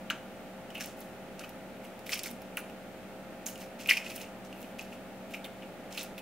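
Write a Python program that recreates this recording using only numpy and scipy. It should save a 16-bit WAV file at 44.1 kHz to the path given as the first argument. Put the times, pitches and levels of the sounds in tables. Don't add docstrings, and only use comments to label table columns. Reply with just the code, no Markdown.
import sys
import numpy as np
from scipy import signal
from scipy.fft import rfft, irfft
from scipy.io import wavfile

SR = 44100
rng = np.random.default_rng(int(sys.argv[2]) if len(sys.argv) > 2 else 0)


def voltage_ratio(level):
    return 10 ** (np.asarray(level, float) / 20)


def transcribe(signal):
    frames = np.atleast_2d(signal).T
    limited = np.clip(frames, -1, 1)
    pcm = np.round(limited * 32767).astype(np.int16)
    wavfile.write(sys.argv[1], SR, pcm)


N = 273861
TIME = np.arange(N) / SR
OPPOSITE = np.array([[1], [-1]])


def band(x, lo_hz, hi_hz):
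    return signal.sosfilt(signal.butter(2, [lo_hz, min(hi_hz, .47 * SR)], "band", fs=SR, output="sos"), x)


def coloured(shape, db, channels):
    hz, gain_db = np.transpose(shape)
    bin_hz = np.arange(N // 2 + 1) * SR / N
    tint = voltage_ratio(np.interp(np.log(bin_hz + 1), np.log(hz), gain_db))
    noise = irfft(rfft(rng.standard_normal((channels, N))) * tint, N)
    return noise * voltage_ratio(db) / noise.std()


def fade(t60_ms, size):
    return np.exp(-np.log(1000) * np.arange(size) / (t60_ms * SR / 1000))


def add(out, s, sound):
    i = int(s * SR)
    out[i:i + len(sound)] += sound[:len(out) - i]


# (frequency [Hz], rms level [dB])
HUM_LINES = [(58.46, -80), (116.56, -77.5), (120.01, -65.5), (175.42, -108), (191.65, -54), (233.12, -58),
             (240.02, -66), (263.49, -63), (292.32, -63.5), (350.8, -64), (409.28, -62.5), (467.74, -67.5),
             (526.22, -55), (584.68, -60), (643.14, -56), (701.62, -61), (760.08, -63), (818.54, -62),
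             (877.02, -68), (1227.83, -75.5), (1403.23, -70.5), (1812.49, -73)]


def hum():
    total = np.zeros((2, N))
    for (hz, db), (start, lag) in zip(HUM_LINES, rng.random((len(HUM_LINES), 2))):
        cycles = hz * TIME + start + .03 * (2 * lag - 1) * OPPOSITE
        total += voltage_ratio(db + 2.5) * np.sin(2 * np.pi * cycles)
    return total


# (frequency [Hz], density [dB per Hz])
AIR_SPECTRUM = [(15, -52), (25, -29), (43, -16), (133, -11.5), (197, 1), (470, -8), (524, -4.5), (584, -6),
                (637, -8.5), (863, -8.5), (1030, -17.5), (1360, -13), (1620, -16.5), (2560, -19),
                (4500, -36.5), (5850, -79), (9900, -120)]
# (frequency [Hz], density [dB per Hz])
HISS_SPECTRUM = [(20, -25), (60, -3.5), (200, -10.5), (1000, -12), (2500, -13), (5000, -22.5),
                 (10000, -25.5), (17000, -25)]


def air():
    mid, side = coloured(AIR_SPECTRUM, -49, channels=2)
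    return mid + voltage_ratio(-18) * side * OPPOSITE + coloured(HISS_SPECTRUM, -54.5, channels=2)


def voice(ring, snap, fizz, knock):
    cup = band(ring, 2150, 3050)
    flake = band(snap, 2250, 7350)
    edge = band(band(fizz, 9000, 17500), 8100, 22300)
    finger = band(knock, 1120, 2500)
    return cup + flake + edge + finger


# (time [s], ring frequency [Hz], ring level [dB],
# edge level [dB])
SHELL_CRACKS = [(0.1013, 2900, -18, -31), (0.1053, 2800, -35, -31), (.704, 2980, -36, -40),
                (0.7532, 2680, -25, -36), (.78, 2700, -29, -39), (0.808, 2280, -28, -26),
                (.8455, 2650, -36, -36), (1.3939, 2740, -35, -32.5), (1.4058, 1460, -36, -55),
                (1.4377, 2500, -34, -46), (2.0934, 2100, -25, -28), (2.1217, 2490, -35, -30),
                (2.1325, 2490, -27, -33), (2.1752, 2450, -31, -32), (2.1925, 3020, -33, -23),
                (2.243, 2640, -31, -33), (2.2597, 2190, -26, -39), (2.271, 2280, -29, -33),
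                (2.5712, 2790, -21.5, -50), (2.6984, 2700, -38.5, -45), (3.4878, 2900, -31.5, -41),
                (3.557, 2850, -35.5, -37), (3.6187, 2970, -37, -41), (4.528, 2720, -33, -42),
                (4.6285, 2780, -40, -37), (4.7939, 2610, -24, -34), (5.3395, 2540, -24.5, -48),
                (5.3447, 2350, -25, -41), (5.444, 3540, -30.5, -35), (6.1798, 2670, -31.5, -37),
                (3.797, 2460, -39, -48), (3.8104, 2710, -40, -41), (3.86, 2480, -23, -33.5),
              (3.874, 2800, -31, -28), (3.8828, 2530, -31, -35), (3.886, 2490, -26, -34),
              (3.8893, 2610, -12, -28), (3.893, 2720, -6, -34), (3.8958, 2770, -17, -18),
              (3.8991, 2330, -11, -37), (3.9107, 2200, -4.5, -24), (3.9137, 2340, -24, -32),
              (3.921, 2250, -28, -38), (3.9242, 2270, -24, -41), (3.933, 2540, -32, -31),
              (3.97, 2530, -17, -32), (3.9732, 2500, -16, -26), (4.017, 2630, -38, -53),
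              (4.0276, 2530, -42, -44), (4.0618, 2700, -31, -44), (4.065, 2610, -29, -42),
              (4.0986, 2630, -36, -36), (4.1171, 2570, -31, -38), (4.18, 2900, -32, -41),
              (4.2427, 2700, -35, -52), (4.926, 2650, -35.5, -53), (5.632, 2500, -37, -60),
              (5.9234, 2550, -43, -42), (5.9763, 2720, -20.5, -36), (5.9877, 2710, -36, -34)]
# (time [s], edge level [dB], brightness [dB])
SPLINTER_CRACKS = [(.8595, -35, 8), (1.0065, -37, 12), (1.4922, -37, 8), (1.9928, -39, -1),
                   (2.063, -38, -8), (2.0755, -44, 0), (2.0829, -41, 10), (2.1276, -28, -12),
                   (2.1439, -26, 16), (2.234, -33, 20), (2.247, -33, -16), (2.3128, -32.5, 4),
                   (2.4194, -37, 2), (2.6031, -44, 18), (3.461, -27, 8), (3.578, -37, 2), (3.604, -41, -2),
                   (4.102, -32, -5), (4.1553, -36, -8), (4.1624, -36, 2), (4.2157, -32.5, -17),
                   (4.6164, -38, 5), (4.8254, -45, 14), (5.3224, -51, -4), (5.929, -44, -16),
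                   (6.0313, -35, 7), (.7081, -46, -14), (1.4142, -45, -16), (2.5714, -37, 25),
                   (3.902, -26, -22)]


def cracks():
    cup_hz, splinter_ring_db, crack_bright_db, bright_scatter_db = 2500, -19, -2, 6
    breaks = [(*crack, crack_bright_db) for crack in SHELL_CRACKS]
    for s, edge_db, bright_db in SPLINTER_CRACKS:
        breaks.append((s, cup_hz, edge_db + splinter_ring_db, edge_db, bright_db))
    ring, knock, snap, fizz = np.zeros((4, N))
    jolts = rng.standard_normal((len(breaks), 4, 400))
    jolts[:, :3, 0] = 9 * np.sign(jolts[:, :3, 0])
    t = np.arange(600) / SR
    ring_shape = (1 - np.exp(-t / .0004)) * fade(9.2, size=len(t))
    for (s, hz, ring_db, edge_db, bright_db), (flake, edge, finger, chance) in zip(breaks, jolts):
        tilt_db = (bright_db + bright_scatter_db * chance[0]) / 2
        add(ring, s - .0002, voltage_ratio(ring_db + 1.5) * ring_shape * np.sin(2 * np.pi * hz * t))
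        add(knock, s, voltage_ratio(ring_db - 14) * finger * fade(6, size=400))
        add(snap, s, voltage_ratio(edge_db - tilt_db - 13) * flake * fade(27, size=400))
        add(fizz, s, voltage_ratio(edge_db + tilt_db - 9.5) * edge * fade(8.8, size=400))
    return ring + voice(knock, snap, fizz, 0.078 * knock)


# (time [s], peak level [dB])
FALLING_FLAKES = [
    (.1014, -17.5),
    (2.5716, -21),
]
# (frequency [Hz], width [Hz], t60 [ms], delay [ms], level [dB])
BOARD_MODES = [(1454, 294, 23, 3.5, 4), (2330, 830, 25, -1, -2), (4540, 1200, 34, 9, -27),
               (6500, 1100, 70, 1.5, -21), (1820, 1850, 200, 1.5, -19.5)]


def drops():
    out = np.zeros(N)
    rattles = rng.standard_normal((len(FALLING_FLAKES), len(BOARD_MODES), 3000))
    for (s, db), rattle in zip(FALLING_FLAKES, rattles):
        for (hz, width_hz, t60_ms, late_ms, mode_db), noise in zip(BOARD_MODES, rattle):
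            tap = band(noise * fade(t60_ms, size=3000), hz - width_hz / 2, hz + width_hz / 2)
            add(out, s + late_ms / 1000, voltage_ratio(db + mode_db + 6) * tap)
    return out


# (time [s], frequency [Hz], level [dB], t60 [ms])
LOOSE_CHIPS = [(.752, 2720, -24, 150), (3.969, 5000, -23.5, 30), (.102, 4000, -25, 50),
               (.809, 1700, -22.5, 50), (0.808, 5640, -31, 40), (.809, 13600, -38, 27),
               (1.394, 10600, -36, 20), (1.405, 1390, -29, 50), (1.437, 1340, -27.5, 60),
               (1.44, 1950, -32, 50), (2.064, 1310, -33, 30), (2.128, 5200, -23, 80),
               (2.245, 4300, -36, 60), (2.259, 1490, -28, 55), (2.573, 2700, -26, 37),
               (3.464, 6800, -21, 30), (3.901, 4880, -15, 66), (3.906, 1990, -11, 90),
               (4.355, 1500, -34, 20), (5.445, 3700, -33, 29), (5.977, 2670, -24.5, 120),
               (5.978, 3800, -24.5, 120), (6.18, 3670, -32.5, 30)]


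def chips():
    out = np.zeros(N)
    half_width = 0.11
    for (s, hz, db, t60_ms), noise in zip(LOOSE_CHIPS, rng.standard_normal((len(LOOSE_CHIPS), 3000))):
        rattle = noise * fade(t60_ms, size=3000)
        add(out, s, voltage_ratio(db) * band(rattle, hz * (1 - half_width), hz * (1 + half_width)))
    return out


# (start [s], length [s], cup level [dB], edge level [dB], brightness [dB])
SNAPPED_TEARS = [(0.746, 0.14, -43.5, -55, 2), (0.801, 0.13, -44, -45, -6), (1.398, .09, -48, -59, 1),
                 (1.493, 0.02, -54, -53.5, 6), (2.064, 0.059, -46, -48, -6), (2.5715, .05, -56, -54, 21),
                 (3.465, .09, -53, -42, 2.5), (3.79, 0.36, -47.5, -55.5, -6), (3.894, 0.075, -17, -34, -2),
                 (3.967, 0.061, -37, -44.5, -4), (4.787, 0.13, -44.5, -53.5, -3),
                 (5.337, .06, -38.5, -48, -1.5), (5.448, 0.033, -40.5, -49.5, 0),
                 (5.974, 0.11, -41, -42.5, -7), (6.184, 0.028, -39, -50, 4)]
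# (strongest time [s], length [s], cup level [dB], edge level [dB], brightness [dB])
PULLED_TEARS = [(.848, .1, -55, -55, -2), (1.012, 0.18, -68, -58.5, 2), (1.44, .05, -43, -56, -2),
                (1.851, 0.069, -54, -57.5, 2), (2.104, .06, -40, -47, 2), (2.133, 0.071, -30, -38.5, -10.5),
                (2.184, .045, -44, -47, 5), (2.261, 0.11, -50, -44.5, -2), (3.613, 0.11, -50, -51.5, -4),
                (4.068, 0.13, -43, -50, -6.5), (4.108, 0.11, -41.5, -50.5, -3), (4.162, 0.12, -47, -48, 0),
                (4.208, 0.11, -42.5, -49, -1), (4.451, 0.043, -67, -58, -4), (4.61, 0.27, -55, -61, 4),
                (4.93, 0.077, -50, -58, -1), (5.315, 0.092, -49, -57.5, -3), (5.63, 0.049, -45, -70, -6),
                (5.95, 0.19, -47, -52, -7), (6.035, .07, -50, -51, 6)]


def tearing(fibres_per_s=5000, patchy_db=4):
    snap_s, swell_share = 0.0017, 0.24
    rise_db, fall_db = 8, 23.5
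    knock_db = -8
    fibres = rng.random(N) < fibres_per_s / SR
    patches = np.repeat(rng.standard_normal((4, N // 150 + 1)), 150, axis=1)[:, :N]
    layers = fibres * voltage_ratio(patchy_db * patches) * rng.standard_normal((4, N))
    strokes = [(s - snap_s, s, s + length, *mix) for s, length, *mix in SNAPPED_TEARS]
    for s, length, *mix in PULLED_TEARS:
        strokes.append((s - swell_share * length, s, s + (1 - swell_share) * length, *mix))
    effort = np.zeros((4, N))
    for start, top, end, cup_db, edge_db, bright_db in strokes:
        shape_db = np.interp(TIME, [start, top, end], [-rise_db, 0, -fall_db], left=-120, right=-120)
        dull_db = edge_db - bright_db / 2
        sharp_db = edge_db + bright_db / 2
        mix_db = [[cup_db], [dull_db], [sharp_db], [dull_db + knock_db]]
        effort = np.maximum(effort, voltage_ratio(shape_db + mix_db))
    make_up = voltage_ratio([[8], [4], [3], [9]])
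    return voice(*(effort * layers * make_up / layers.std()))


# (time [s], frequency [Hz], level [dB])
PIPE_WHISTLE = [
    (5.02, 575, -76),
    (5.2, 648, -66),
    (5.3, 669, -61),
    (5.53, 670, -60),
    (5.57, 670, -80),
]


def whine():
    s, hz, db = np.transpose(PIPE_WHISTLE)
    phase = np.cumsum(np.interp(TIME, s, hz)) / SR
    return voltage_ratio(np.interp(TIME, s, db + 5, left=-120, right=-120)) * np.sin(2 * np.pi * phase)


def thud():
    out = np.zeros(N)
    bump = fade(30, size=2000) * np.sin(2 * np.pi * 230 * TIME[:2000])
    add(out, 6.112, voltage_ratio(-38) * bump)
    return out


def ports(x):
    scatter = rng.standard_normal(600) * fade(20, size=600)
    treble = band(x, 4900, 22400)
    other = signal.fftconvolve(treble, scatter / np.linalg.norm(scatter))[:N]
    return x - (.17 * treble + .58 * other) * OPPOSITE


# (frequency [Hz], t60 [s])
KITCHEN_TAIL = [(1000, 0.48), (2500, 0.36), (6000, 0.31), (14000, 0.065)]


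def kitchen(x, near_db=-9, tail_db=-12):
    size = SR // 2
    sparse = (rng.random(size) < .04) * rng.standard_normal(size) * fade(50, size=size)
    sparse[:60] = 0
    noise = rng.standard_normal((3, size))
    noise = noise[0] + 0.16 * noise[1] * OPPOSITE
    tail = np.zeros((2, size))
    for hz, t60_s in KITCHEN_TAIL:
        tail += band(noise, hz * 0.56, hz * 1.69) * fade(1000 * t60_s, size=size)
    tail *= 1 - fade(47, size=size)
    near = voltage_ratio(near_db) * sparse / np.linalg.norm(sparse)
    echo = near + voltage_ratio(tail_db) * tail / np.linalg.norm(tail[0])
    return signal.fftconvolve(x, echo, axes=1)[:, :N]


def scene():
    room = hum() + air() + whine()
    shell = cracks() + drops() + tearing() + thud()
    direct = ports(shell + chips())
    return direct + kitchen(direct) + room


def band_limit(x):
    return signal.sosfilt(signal.butter(12, 16960, fs=SR, output="sos"), x)


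def record(dry):
    top = signal.ellip(10, .2, 24, 15750, fs=SR, output="sos")
    mix = signal.sosfiltfilt(top, dry) + 0.00044
    return band_limit(mix)


dry = scene()
out = record(dry)
transcribe(out)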